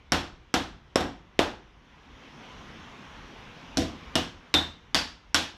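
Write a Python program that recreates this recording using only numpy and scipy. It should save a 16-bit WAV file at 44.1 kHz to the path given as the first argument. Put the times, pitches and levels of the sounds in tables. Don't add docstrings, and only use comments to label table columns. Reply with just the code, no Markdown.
import sys
import numpy as np
from scipy import signal
from scipy.fft import rfft, irfft
from scipy.io import wavfile
from scipy.ndimage import uniform_filter1d

SR = 44100
rng = np.random.default_rng(int(sys.argv[2]) if len(sys.argv) > 2 else 0)


def level_to_linear(level):
    exponent = np.asarray(level, float) / 20
    return 10 ** exponent


def dump(signal):
    limited = np.clip(np.atleast_2d(signal).T, -1, 1)
    pcm = np.round(limited * 32767).astype(np.int16)
    wavfile.write(sys.argv[1], SR, pcm)


N = 245616
BLOW_T = np.arange(SR // 2) / SR

# (time [s], crack [dB], knock of the strip [dB], head
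# landing on wood [dB], brightness [dB/octave])
HAMMER_BLOWS = [(0.1206, -8, -15.5, -19.5, -0.2), (0.5408, -5, -16.5, -17, -0.3),
                (0.9576, -7, -18.5, -9.5, -3.6), (1.0076, -16.5, -22, -25, -1.8),
                (1.3914, -4.5, -16.5, -4, -2.5), (3.7716, -16, -17.5, -31.5, 8.5),
                (3.8202, -17, -24, -21.5, -8.5), (4.1546, -8.5, -17.5, -53, 2),
                (4.5408, -7.5, -20, -33, 0.7), (4.9457, -6.5, -24.5, -27.5, 3.5),
                (5.3449, -6, -22.5, -35, 3)]


def evened(x):
    return x / np.sqrt(np.mean(x ** 2) + 1e-20)


def read(points, hz, order=1):
    columns = np.transpose(points)
    return np.interp(np.log(hz + 1), np.log(columns[0] + 1), columns[order])


def add(mix, s, sound):
    part = mix[round(s * SR):][:len(sound)]
    part += sound[:len(part)]


def attack(seconds):
    return np.clip(BLOW_T / seconds, 0, 1)


def random_phases(modes):
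    return rng.uniform(0, 2 * np.pi, len(modes))


def ring(modes, t, phases):
    total = 0
    for (hz, db, t60), phase in zip(modes, phases):
        total = total + level_to_linear(db - 60 * t / t60) * np.sin(2 * np.pi * hz * t + phase)
    return total


def noise(points, patchy_db):
    frames, hz = N // 256 + 5, np.fft.rfftfreq(1024, 1 / SR)
    real, imag, patches = rng.standard_normal((frames, 513, 3)).T
    patches = uniform_filter1d(patches, size=10, axis=0)
    patches = evened(uniform_filter1d(patches, size=16, axis=1))
    level_db = read(points, hz)[:, None] + patchy_db * np.clip(patches, -2, 1.5)
    spectra = (real + 1j * imag) * level_to_linear(level_db)
    return evened(signal.istft(spectra, nperseg=1024, noverlap=768)[1][:N])


def ducking():
    start_db, full_db = 12, 13
    loud_db = -12
    share = 0.53
    duck_s, hold_s, recover_db_per_s = 0.15, 0.38, 19
    t = np.arange(N) / SR
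    down_db = np.full(N, float(start_db))
    for s, crack_db, *_ in HAMMER_BLOWS:
        if crack_db > loud_db:
            before_db = down_db[round(s * SR)]
            step_db = share * (full_db - before_db) * np.clip((t - s) / duck_s, 0, 1)
            back_db = recover_db_per_s * np.maximum(t - s - hold_s, 0)
            ducked_db = np.maximum(before_db + step_db - back_db, 0)
            down_db = np.where(t < s, down_db, ducked_db)
    return uniform_filter1d(down_db, size=2000)


def outdoors():
    # (frequency [Hz], density [dB/Hz])
    traffic_spectrum = [(53, -35), (90, -11.5), (124, -3), (259, 1.5), (314, -6.5), (483, -6), (586, -10),
                        (1030, -5), (1360, -8.5), (3290, -12), (4640, -24.5), (5750, -26), (7950, -41.5),
                        (14500, -49), (15500, -48.5)]
    # (frequency [Hz], density [dB/Hz])
    rumble_spectrum = [(8.8, -27.5), (15, -5), (38, 7), (59, 1), (97, -10), (118, 1.5), (130, -4),
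                       (170, -34), (290, -120)]
    level_db = -49.5 - ducking()
    rumble_db = -53.5 + 0.25 * (level_db + 50)
    rumble = level_to_linear(rumble_db) * noise(rumble_spectrum, patchy_db=5.0)
    return level_to_linear(level_db + 2.0) * noise(traffic_spectrum, patchy_db=1.6) + rumble


def crack_colour(tilt_db):
    # (frequency [Hz], density [dB/Hz])
    crack_spectrum = [(180, -30.5), (300, -13), (342, -6), (424, -9), (476, -6.5), (754, -3.5), (832, -1),
                      (1580, -2.5), (2230, -11), (3480, -9), (10800, -34), (15300, -41.5)]
    hz = np.fft.rfftfreq(len(BLOW_T), 1 / SR)
    treble_db = 1 - 0.95 * tilt_db
    slope_db = tilt_db * np.log2((hz + 50) / 2500) + treble_db * np.log2(1 + (hz / 7000) ** 2)
    return level_to_linear(read(crack_spectrum, hz) + slope_db)


def tint(x, colour):
    return irfft(rfft(x) * colour, len(BLOW_T)) / np.sqrt(np.mean(colour ** 2))


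def steel_crack(crack_db, colour):
    burst = tint(rng.standard_normal(len(BLOW_T)), colour)
    return level_to_linear(crack_db + 1.5) * burst * attack(0.00028) * level_to_linear(-60 * BLOW_T / 0.0054)


def hammer_head(level_db):
    # (pitch [Hz], level [dB], t60 [s])
    head_modes = [(1544, -6.5, 0.0071), (5430, -6.5, 0.0091), (7730, -7, 0.0031), (11100, -20.5, 0.0083)]
    return level_to_linear(level_db) * ring(head_modes, BLOW_T, random_phases(head_modes)) * attack(0.00079)


def nail_ring(nail_hz, nail_db, t60):
    # (ratio to the nail's pitch, level [dB])
    close_modes = [(1.026, -12.5), (1.066, -6)]
    # (ratio to the nail's pitch, level [dB])
    shank_overtones = [(2.1, -19.5), (3.169, -22)]
    sag, sag_s = 0.09, 0.0045
    modes = [(nail_hz, 0, t60), (1757, -4.5, 0.007)]
    modes += [(nail_hz * ratio, db, t60 * 0.99) for ratio, db in close_modes]
    modes += [(nail_hz * ratio, db, 0.0048 + 0.35 * t60) for ratio, db in shank_overtones]
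    bent_t = BLOW_T + sag * sag_s * (1 - np.exp(-BLOW_T / sag_s))
    return level_to_linear(nail_db) * ring(modes, bent_t, np.zeros(len(modes))) * attack(0.00094)


def strip_knock(knock_db, pitch, length, bright_db):
    # (pitch [Hz], level [dB], t60 [s])
    strip_modes = [(299, 2.5, 0.0088), (480, -4.5, 0.007), (707, -7.5, 0.016), (1036, -22.5, 0.004)]
    lowest_hz = strip_modes[0][0]
    modes = []
    for hz, db, t60 in strip_modes:
        modes.append((hz * pitch, db + bright_db * np.log2(hz / lowest_hz), t60 * length))
    knock = level_to_linear(knock_db + 3.0) * ring(modes, BLOW_T, np.zeros(len(modes)))
    return knock * (1 - np.exp(-BLOW_T / 0.0015))


def wood_thud(thud_db):
    thud_hz = 490 + 8.5 * thud_db
    delay_s = 0.00097 * level_to_linear(thud_db / 2)
    turns = np.maximum(BLOW_T - delay_s, 0) * thud_hz
    return level_to_linear(thud_db) * np.sin(2 * np.pi * turns) * np.exp(-((turns - 0.6) / 0.55) ** 2)


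def walls():
    # (frequency [Hz], t60 [s], level [dB])
    wall_bands = [(60, 0.92, 1.5), (195, 0.34, 1), (499, 0.36, 1), (1160, 0.39, -6), (2900, 0.37, 0.5),
                  (5940, 0.36, -3.5), (9440, 0.28, -2.5), (12500, 0.26, 1), (15000, 0.1, -0.5)]
    size = len(BLOW_T)
    taps = rng.choice([-1., 1.], size) * (rng.random(size) < 0.3)
    hz, t, spectra = signal.stft(taps, SR, nperseg=256)
    decay_db = -60 * t / read(wall_bands, hz)[:, None]
    spectra = spectra * level_to_linear(read(wall_bands, hz, order=2)[:, None] + decay_db)
    tail = signal.istft(spectra, SR, nperseg=256)[1][:size] * attack(0.0017) ** 2
    return tail / np.linalg.norm(tail)


def through_walls(x):
    return signal.fftconvolve(x, walls())[:len(BLOW_T)]


def table_boom(boom_db):
    # (pitch [Hz], level [dB], t60 [s])
    table_modes = [(50.6, -11, 1), (80.5, 2, 0.38), (165.8, -2, 0.3), (248.4, -5, 0.3), (281.2, -1, 0.29),
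                   (352, -8, 0.42), (495, 1, 0.21), (638, -24, 0.099), (650.4, 6.5, 0.11), (750, -4, 0.22),
                   (1028, -5, 0.25)]
    modes = []
    for hz, db, t60 in table_modes:
        detune, lift = rng.standard_normal(2)
        modes.append((hz * (1 + 0.0085 * detune), db + 3.1 * lift, t60))
    return level_to_linear(boom_db) * ring(modes, BLOW_T, random_phases(modes)) * (1 - np.exp(-BLOW_T / 0.011))


def blow(crack_db, knock_db, thud_db, tilt_db, nail, place, echoes):
    nail_hz, nail_db, nail_t60, head_db = nail
    pitch, length, bright_db, boom_db, wet_db = place
    colour = crack_colour(tilt_db)
    crack = steel_crack(crack_db, colour)
    crack_strength = np.linalg.norm(crack)
    crack = signal.lfilter(*signal.butter(2, 1490, "highpass", fs=SR), crack)
    head = hammer_head(crack_db + head_db)
    steel = nail_ring(nail_hz, nail_db, nail_t60)
    knock = strip_knock(knock_db, pitch, length, bright_db)
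    sound = crack + knock + steel + wood_thud(thud_db) + head
    for s, db in echoes:
        add(sound, s, level_to_linear(db) * (crack + steel + 0.47 * head + 0.52 * knock))
    tail = level_to_linear(2.0) * crack_strength * tint(walls(), colour) * attack(0.00076)
    tail += level_to_linear(2) * through_walls(knock)
    tail += level_to_linear(0.5) * through_walls(steel + 0.33 * head)
    wet_db = wet_db - 0.18 * (crack_db + 9)
    boom = table_boom(knock_db + boom_db - 8)
    fade = np.clip((BLOW_T[-1] - BLOW_T) * 10, 0, 1) ** 2
    return (sound + level_to_linear(wet_db) * tail + boom) * fade


def scene():
    # (main ring pitch [Hz], mostly the free shank's, level [dB], t60 [s], head ring
    # over the crack [dB])
    nail_states = [(1550, -22.5, 0.0066, 3.1), (1480, -28, .012, -6), (1510, -27, 0.026, 2.5),
                   (5500, -40, .006, -16), (3470, -43, 0.011, -12), (5330, -24.5, 0.0043, 7.5),
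                   (1820, -39, .015, -8), (2770, -17, 0.011, 2), (3551, -18.5, 0.12, 2),
                   (4405, -10.5, 0.014, -2), (3130, -18, 0.014, 4)]
    # (strip pitch factor, t60 factor, upper modes [dB/octave],
    # table boom over the knock [dB], walls [dB])
    nail_places = [
        (1.023, 1.75, 1.5, -8, 0.1),
        (0.969, 2.53, -2.4, -3.5, -0.63),
    ]
    # (time [s], level [dB])
    first_echoes = [
        [(.0016, -26.5), (.0045, -8), (.008, -11)],
        [(.0027, -11.5), (.007, -4), (.0118, -33)],
    ]
    mix = outdoors()
    for (s, *levels), nail in zip(HAMMER_BLOWS, nail_states):
        which = int(s > 2)
        add(mix, s, blow(*levels, nail, nail_places[which], first_echoes[which]))
    return mix[None]


def low_pass(x):
    return signal.sosfilt(signal.butter(12, 16530, fs=SR, output="sos"), x)


def record(dry):
    # (frequency [Hz], width [Hz], level [dB])
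    port_resonance = (6240, 1850, 4.76)
    # (bass cut [Hz], band limit [Hz])
    band_edges = (30, 15700)
    hz, width, db = port_resonance
    b, a = signal.iirpeak(hz, hz / width, SR)
    x = dry + (level_to_linear(db) - 1) * signal.lfilter(b, a, dry)
    x = signal.sosfilt(signal.butter(2, band_edges[0], "highpass", fs=SR, output="sos"), x)
    x = x / (1 + abs(x / 0.5) ** 6) ** (1 / 6)
    x = signal.sosfilt(signal.cheby2(8, 35, band_edges[1], fs=SR, output="sos"), x)
    return low_pass(x)


dry = scene()
out = record(dry)
dump(out)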